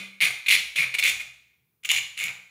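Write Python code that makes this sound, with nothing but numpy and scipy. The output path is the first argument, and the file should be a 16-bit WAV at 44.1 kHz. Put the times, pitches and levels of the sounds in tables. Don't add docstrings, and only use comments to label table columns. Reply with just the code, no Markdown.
import sys
import numpy as np
from scipy import signal
from scipy.fft import rfft, irfft
from scipy.io import wavfile

SR = 44100
rng = np.random.default_rng(int(sys.argv[2]) if len(sys.argv) > 2 else 0)


def decibels_to_gain(level_db):
    exponent = np.asarray(level_db, float) / 20
    return 10 ** exponent


def materialize(psi):
    bounded = np.clip(np.atleast_2d(psi).T, -1, 1)
    quanta = np.round(bounded * 32767).astype(np.int16)
    wavfile.write(sys.argv[1], SR, quanta)


N = 110250
LEAD = SR // 5
TOTAL = N + LEAD
TIME = (np.arange(TOTAL) - LEAD) / SR


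def rms_one(x):
    return x / np.sqrt(np.mean(x ** 2) + 1e-20)


def at_hz(points, hz):
    table_hz, values = np.transpose(points)
    return np.interp(np.log(hz), np.log(table_hz), values)


def ring(clicks, hz, t60):
    r = decibels_to_gain(-60 / (t60 * SR))
    w = 2 * np.pi * hz / SR
    return signal.lfilter([0, np.sin(w)], [1, -2 * r * np.cos(w), r * r], clicks + 1e-18)


def butter(x, hz, kind, order):
    return signal.sosfilt(signal.butter(order, hz, kind, fs=SR, output="sos"), x)


# frequency in Hz, density in dB per Hz.
HISS_SPECTRUM = [(18, -39.5), (30, -19.5), (134, -11), (303, -24), (449, -22), (569, -35), (721, -30),
                 (7670, -39), (16000, -24)]


def hiss():
    hz = np.maximum(np.fft.rfftfreq(TOTAL, 1 / SR), 1)
    spectrum = rfft(rng.standard_normal(TOTAL)) * decibels_to_gain(at_hz(HISS_SPECTRUM, hz))
    return decibels_to_gain(-72) * rms_one(irfft(spectrum, TOTAL))


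# frequency in Hz, level in dB, decay time T60 in seconds.
DESK_MODES = [(65, -55.5, 0.33), (102, -44.5, 0.15), (128, -39, 0.27), (171, -45.5, 0.3), (194, -55.5, 1)]
# start in seconds, frequency in Hz, level in dB, rise in seconds, T60 in seconds.
DESK_NUDGES = [(-.03, 194, -43.5, 0.0076, 0.73), (0.221, 175, -43.5, 0.013, 0.2),
               (.53, 140, -62, 0.028, 0.35), (0.602, 65, -59, 0.053, 0.4), (.78, 152.5, -40.5, 0.019, 0.13),
               (0.821, 125, -57.5, 0.05, 0.3), (1.082, 65, -54.5, 0.046, 0.8),
               (1.25, 131, -62, 0.031, 0.37), (1.92, 60.5, -52, 0.02, 0.46), (2.051, 101, -68, 0.059, .4),
               (2.219, 128, -55, 0.027, 0.63), (2.241, 188.4, -59.5, 0.032, 0.62)]


def rumble(force):
    shake_release_s, idle_shake = 0.033, 0.0071
    opening_db, opening_t60_s = -57, .55
    r = np.exp(-1 / (shake_release_s * SR))
    strength = signal.lfilter([1 - r], [1, -r], idle_shake + np.sqrt(force[0]))
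    out = np.zeros(TOTAL)
    for hz, level_db, t60 in DESK_MODES:
        shake = strength * rng.standard_normal(TOTAL)
        out += decibels_to_gain(level_db - 35) * ring(shake, hz, t60)
    boom = rms_one(butter(rng.standard_normal(TOTAL), [230, 650], "band", order=2))
    out += decibels_to_gain(opening_db - 60 * TIME / opening_t60_s) * boom
    for start, hz, level_db, rise, t60 in DESK_NUDGES:
        t = np.clip(TIME - start, 0, None)
        swell = np.minimum(t / rise, 1)
        decay = decibels_to_gain(level_db - 60 * np.maximum(t - rise, 0) / t60)
        out += decay * swell * np.sin(2 * np.pi * hz * t)
    return out


# frequency in Hz, T60 in seconds.
REVERB_T60 = [(300, 0.47), (800, 0.64), (2300, 0.68), (3500, 0.65), (10000, 0.56)]
# frequency in Hz, level in dB.
REVERB_DB = [(300, -12.5), (800, -3.5), (2300, -15), (5000, -8.5), (12000, -15)]
HAND_SHIFTS = [
    .15,
    .43,
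    .72,
    .91,
    1.6,
    2.13,
]


def echoes():
    early_db, early_t60_s, first_echo_s = 1, 0.34, 0.0055
    t = np.arange(SR) / SR
    edges = 150 * 2 ** np.arange(0, 7.1, .5)
    white = rng.standard_normal((2, len(HAND_SHIFTS) + 1, SR))
    tail = 0
    for k, (low, high) in enumerate(zip(edges, edges[1:])):
        hz = np.sqrt(low * high)
        late = decibels_to_gain(-60 * t / at_hz(REVERB_T60, hz))
        early = decibels_to_gain(early_db - 60 * t / early_t60_s)
        band = butter(white[k % 2], [low, high], "band", order=2)
        tail = tail + decibels_to_gain(at_hz(REVERB_DB, hz) - 30) * (late + early) * band
    return tail * np.clip(t / first_echo_s - 1, 0, 1)


def room(x):
    place = np.searchsorted(HAND_SHIFTS, TIME)
    out = np.zeros(TOTAL)
    for k, response in enumerate(echoes()):
        out += signal.fftconvolve(x * (place == k), response)[:TOTAL]
    return out


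# start in seconds, length in seconds.
CUT_SPANS = [(-.09, .07), (.210, .047), (.263, .02), (.302, .008), (.4605, .010), (.4815, .012),
             (.5005, .0545), (.568, .034), (.756, .010), (.768, .016), (.786, .025), (.815, .027),
             (.938, .015), (.983, .014), (1.046, .053), (1.102, .033), (1.196, .021), (1.5, .06),
             (1.846, .011), (1.894, .028), (1.928, .06), (2.175, .03), (2.205, .06), (2.265, .045),
             (1.026, .004), (1.035, .004), (1.831, .013), (2.167, .008), (.477, .005)]
# level in dB, upper body in dB, blade in dB.
CUT_FORCES = [(-25, -0.5, 1), (-18, 1.5, 5.5), (-22, -8, 1.5), (-24.5, -12.5, 1.5), (-25.5, 3, 2),
              (-18.5, 5.5, 9), (-19.5, 7, 10), (-32.5, 7.5, 5.5), (-23.5, 2.5, 7), (-21, -1, 2),
              (-23.5, -2, 5), (-20, -3, -1.5), (-22, -2, 3.5), (-19.5, 1, 8.5), (-21.5, 3.5, 9),
              (-35, -2, -3), (-32, -8, 3), (-68, -14, -9), (-25.5, 1.5, 6), (-28, 12.5, 12), (-27, 3, 6.5),
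              (-33.5, 3.5, 4), (-28.5, -5.5, 2.5), (-31.5, -14, -12), (-22, -1.5, 4.5), (-20, -2, 12),
              (-43.5, -1.5, -1), (-40, -5, 1), (-32, 0, 3)]


def pressure():
    attack_s, release_s, blade_lag_s = .0012, .003, 0.0026
    force = np.zeros((3, TOTAL))
    for (start, length), (level_db, upper_db, blade_db) in zip(CUT_SPANS, CUT_FORCES):
        rise = np.clip((TIME - start) / attack_s, 0, 1)
        fall = np.exp(-np.clip(TIME - start - length, 0, 1) / release_s)
        force += rise * fall * decibels_to_gain(level_db + np.array([[0], [upper_db], [blade_db]]))
    lag = np.exp(-1 / (blade_lag_s * SR))
    force[2] = signal.lfilter([1 - lag], [1, -lag], force[2])
    return force


def teeth():
    teeth_per_s, spacing_jitter = 450, .45
    tooth_spread_db, small_teeth_db = 2.5, -5
    shudder_db, shudder_hz = 0, 87.7
    draw = rng.standard_normal((2000, 2))
    at = (np.cumsum(np.exp(spacing_jitter * draw[:, 0])) * SR / teeth_per_s).astype(int)
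    inside = at < TOTAL
    catches = np.zeros(TOTAL)
    catches[at[inside]] = decibels_to_gain(tooth_spread_db * draw[inside, 1])
    sway = rms_one(butter(rng.standard_normal((3, TOTAL)), shudder_hz, "low", order=2))
    rasp = rms_one(decibels_to_gain(shudder_db * sway) * rng.standard_normal((3, TOTAL)))
    return decibels_to_gain(small_teeth_db) * rms_one(catches), rasp


def scrape(clicks, length_s):
    r = np.exp(-1 / (length_s * SR))
    size = signal.lfilter([np.sqrt(1 - r * r)], [1, -r], np.abs(clicks) + 1e-18)
    return size * rng.standard_normal(TOTAL)


# time in seconds, peak in dB.
SNAGS = [(.2050, -16), (.2103, -9), (.5076, -7), (.5231, -5), (.5638, -9), (.7603, -15), (.7856, -9),
         (.8066, -9), (.8481, -19), (.9850, -13), (1.0262, -14), (1.0352, -12), (1.0458, -12),
         (1.1166, -19), (1.2055, -24), (1.2143, -28), (1.505, -58), (1.8364, -40), (1.8907, -19),
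         (1.9029, -8), (1.9153, -11), (1.9628, -15), (1.9839, -14), (2.1762, -22), (2.19, -26),
         (2.2007, -22), (2.239, -22), (2.2824, -22), (2.2913, -24)]
# upper body in dB, blade in dB.
SNAG_TINTS = [(5.5, 5), (-2, 4), (-4, 7.5), (-3, 5.5), (-5, -7.5), (4, 4.5), (-6, -8), (-17.5, -8.5),
              (-4.5, 2), (-1, 3), (9.5, 8), (0, 5.5), (0, 2), (-4, 14.5), (5, 13), (4, 4), (-9, 1), (1, 21),
              (9.5, 28), (-10, -6), (-1.5, 18.5), (5, 12), (9, 7), (7, 9), (2, 20.5), (7, 16), (7, 25),
              (11, -5), (3, 4)]
# time in seconds, peak in dB, upper body in dB.
CLEAR_BITES = [(.2187, -12, 0), (.2220, -12, 0), (.2274, -12, 0), (.2310, -14, 0), (.2369, -13, 0),
               (.2476, -15, 0), (.2538, -11, -6), (.2648, -16, 0), (.2680, -16, 0), (.2738, -19, 0),
               (.4615, -21, 3), (.4837, -13, 0), (.4935, -15, 0), (.5019, -10, -2), (.5120, -8, 0),
               (.5173, -11, 2), (.5269, -6, -2), (.5305, -8, 0), (.5358, -8, 0), (.5422, -10, 0),
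               (.5526, -9, 0), (.5571, -15, 0), (.5813, -18, 0), (.7769, -19, 0), (.7890, -15, 0),
               (.7935, -14, -4), (.7972, -14, -2), (.8030, -15, 0), (.8183, -17, 0), (.9439, -18, 2),
               (.9494, -17, 2), (.9895, -17, 0), (.9928, -16, 2), (1.0375, -14, 0), (1.0518, -9, 0),
               (1.0575, -11, -4), (1.0667, -11, 0), (1.0753, -13, 2), (1.0825, -16, 0), (1.0952, -16, 0),
               (1.1305, -23, 0), (1.85, -22, 0), (1.8991, -16, 3), (1.9114, -20, 3), (1.9284, -21, 4),
               (1.9373, -21, 4), (1.9489, -18, 4), (1.9745, -18, 4), (2.2088, -25, 3), (2.2165, -22, 3),
               (2.2194, -22, 3), (2.2267, -23, 0), (2.2317, -21, 0), (2.2435, -23, -3), (2.2531, -24, 0),
               (2.2584, -23, -3), (2.2713, -24, -3), (.5095, -10, -3), (1.0555, -13, -3), (1.965, -17, 5)]
# frequency in Hz, level in dB, T60 in seconds.
PART_LOW_MODES = [(564, -43, 0.011), (1147, -23.5, 0.0084), (1733, -11.5, 0.0061), (2085, -2.5, 0.01),
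                  (2232, -4.5, 0.025), (2360, 1, 0.015), (2520, -2.5, 0.017)]
# frequency in Hz, level in dB, T60 in seconds.
PART_UPPER_MODES = [(2636, -12.5, 0.028), (2815, -2, 0.0079), (2960, -14, 0.0064), (3555, -8, 0.011),
                    (3977, -7, 0.0061), (4830, -13.5, .004)]
# frequency in Hz, level in dB, T60 in seconds.
BLADE_MODES = [(5460, -15, 0.0017), (7000, -18.5, 0.0045), (8100, -21.5, 0.0046), (9594, -18, 0.0039),
               (10960, -19, 0.0027), (12800, -17.5, 0.0016), (15100, -18.5, 0.0017)]
CONTACT_S = [.0003, 0.00031, 0.0018]
RASP_LEVELS = [-2, -3, 2.5]
# time in seconds, centre frequency in Hz.
GRIP_CENTRE = [(0.0, 2060), (0.07, 2240), (0.17, 2380), (0.31, 1920), (0.6, 2530), (0.79, 2250),
               (0.88, 2150), (0.93, 2530), (1.29, 2240), (1.41, 2405), (1.49, 2240), (1.86, 2380),
               (1.88, 2570), (2.12, 2230), (2.16, 2880), (2.23, 2150), (2.5, 2140)]
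# time in seconds, centre frequency in Hz.
FLEX_CENTRE = [(0, 9600), (0.349, 9600), (.5, 10560), (.85, 9970), (1.05, 7410), (1.9, 7000), (2.5, 7200)]
# frequency in Hz, level in dB.
DEEP_CUT = [(2500, -0.5), (3000, 5), (3600, 0), (4200, -8.5), (5500, -0.5), (6900, 5.5), (8200, 1.5)]


def saw(force):
    mode_scatter_db, soft_low_db = 4, -3
    rebound_s, rebound_share = .00044, .7
    snag_blade_db, bite_blade_db = -1.5, 3
    grip_db_per_percent, grip_limit_db = 0.06, 7
    flex_db, flex_width = 3.5, 0.11
    pause_s = 1.7
    body_low_hz, body_high_hz = 1890, 5020
    thud_db, crack_db = -30, -17

    catches, rasp = teeth()
    hard = np.hstack([SNAGS, SNAG_TINTS])
    bites = [(*row, bite_blade_db) for row in CLEAR_BITES]
    snags = np.vstack([hard, bites])
    at = (snags[:, 0] * SR).astype(int) + LEAD
    scatter = rng.standard_normal((len(snags), 24))
    scatter[:, 3:7] -= scatter[:, 3:7].mean(axis=1, keepdims=True)
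    grip = np.interp(TIME, *np.transpose(GRIP_CENTRE))
    flex = np.interp(TIME, *np.transpose(FLEX_CENTRE))
    out, body, mode = np.zeros(TOTAL), np.zeros(TOTAL), 0

    for group, modes in enumerate([PART_LOW_MODES, PART_UPPER_MODES, BLADE_MODES]):
        contacts = scrape(catches, CONTACT_S[group]) if group else catches
        drive = decibels_to_gain(-19) * force[group] * (contacts + decibels_to_gain(RASP_LEVELS[group]) * rasp[group])
        peak_db = snags[:, 1] - 11 + (snags[:, group + 1] if group else 0)
        for hz, level_db, t60 in modes:
            in_body = 1900 < hz < 5000
            hits = np.zeros(TOTAL)
            soft_db = soft_low_db * (hz < body_low_hz)
            hits[at] = decibels_to_gain(peak_db + mode_scatter_db * scatter[:, mode] + soft_db)
            if group == 0:
                hits = rebound_share * (hits + np.roll(hits, int(rebound_s * SR)))
            if group == 2:
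                hits = decibels_to_gain(snag_blade_db) * scrape(hits, CONTACT_S[group])
            sign = (-1) ** (mode // 2 if in_body else mode)
            clicks = sign * drive + hits
            if 1900 < hz < 3000:
                percent = 100 * np.abs(np.log(hz / grip))
                clicks = clicks * decibels_to_gain(-np.minimum(grip_db_per_percent * percent, grip_limit_db))
            if group == 2:
                clicks = clicks * decibels_to_gain(flex_db * np.exp(-(np.log(hz / flex) / flex_width) ** 2))
            deep_db = at_hz(DEEP_CUT, hz) * (TIME > pause_s)
            rung = decibels_to_gain(level_db + deep_db) * ring(clicks, hz, t60)
            if in_body:
                body += rung
            else:
                out += rung
            mode += 1
        if group == 0:
            push = drive * force[0] / (force[1] + 1e-12)
            out += decibels_to_gain(thud_db) * 10 * butter(push, [330, 2100], "band", order=1)

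    crack = decibels_to_gain(crack_db) * butter(clicks, 16000, "high", order=2)
    return out + butter(body, [body_low_hz, body_high_hz], "band", order=3) + crack


def scene():
    force = pressure()
    cut = saw(force)
    mix = cut + room(cut) + rumble(force) + hiss()
    return mix[None, LEAD:]


def roll_off(x):
    return signal.sosfilt(signal.butter(12, 16520, fs=SR, output="sos"), x)


def record(dry):
    bass_cut = butter(dry, 58, "high", order=4)
    treble_cut = signal.cheby2(14, 45, 16050, fs=SR, output="sos")
    mix = signal.sosfilt(treble_cut, bass_cut)
    return roll_off(mix)


dry = scene()
out = record(dry)
materialize(out)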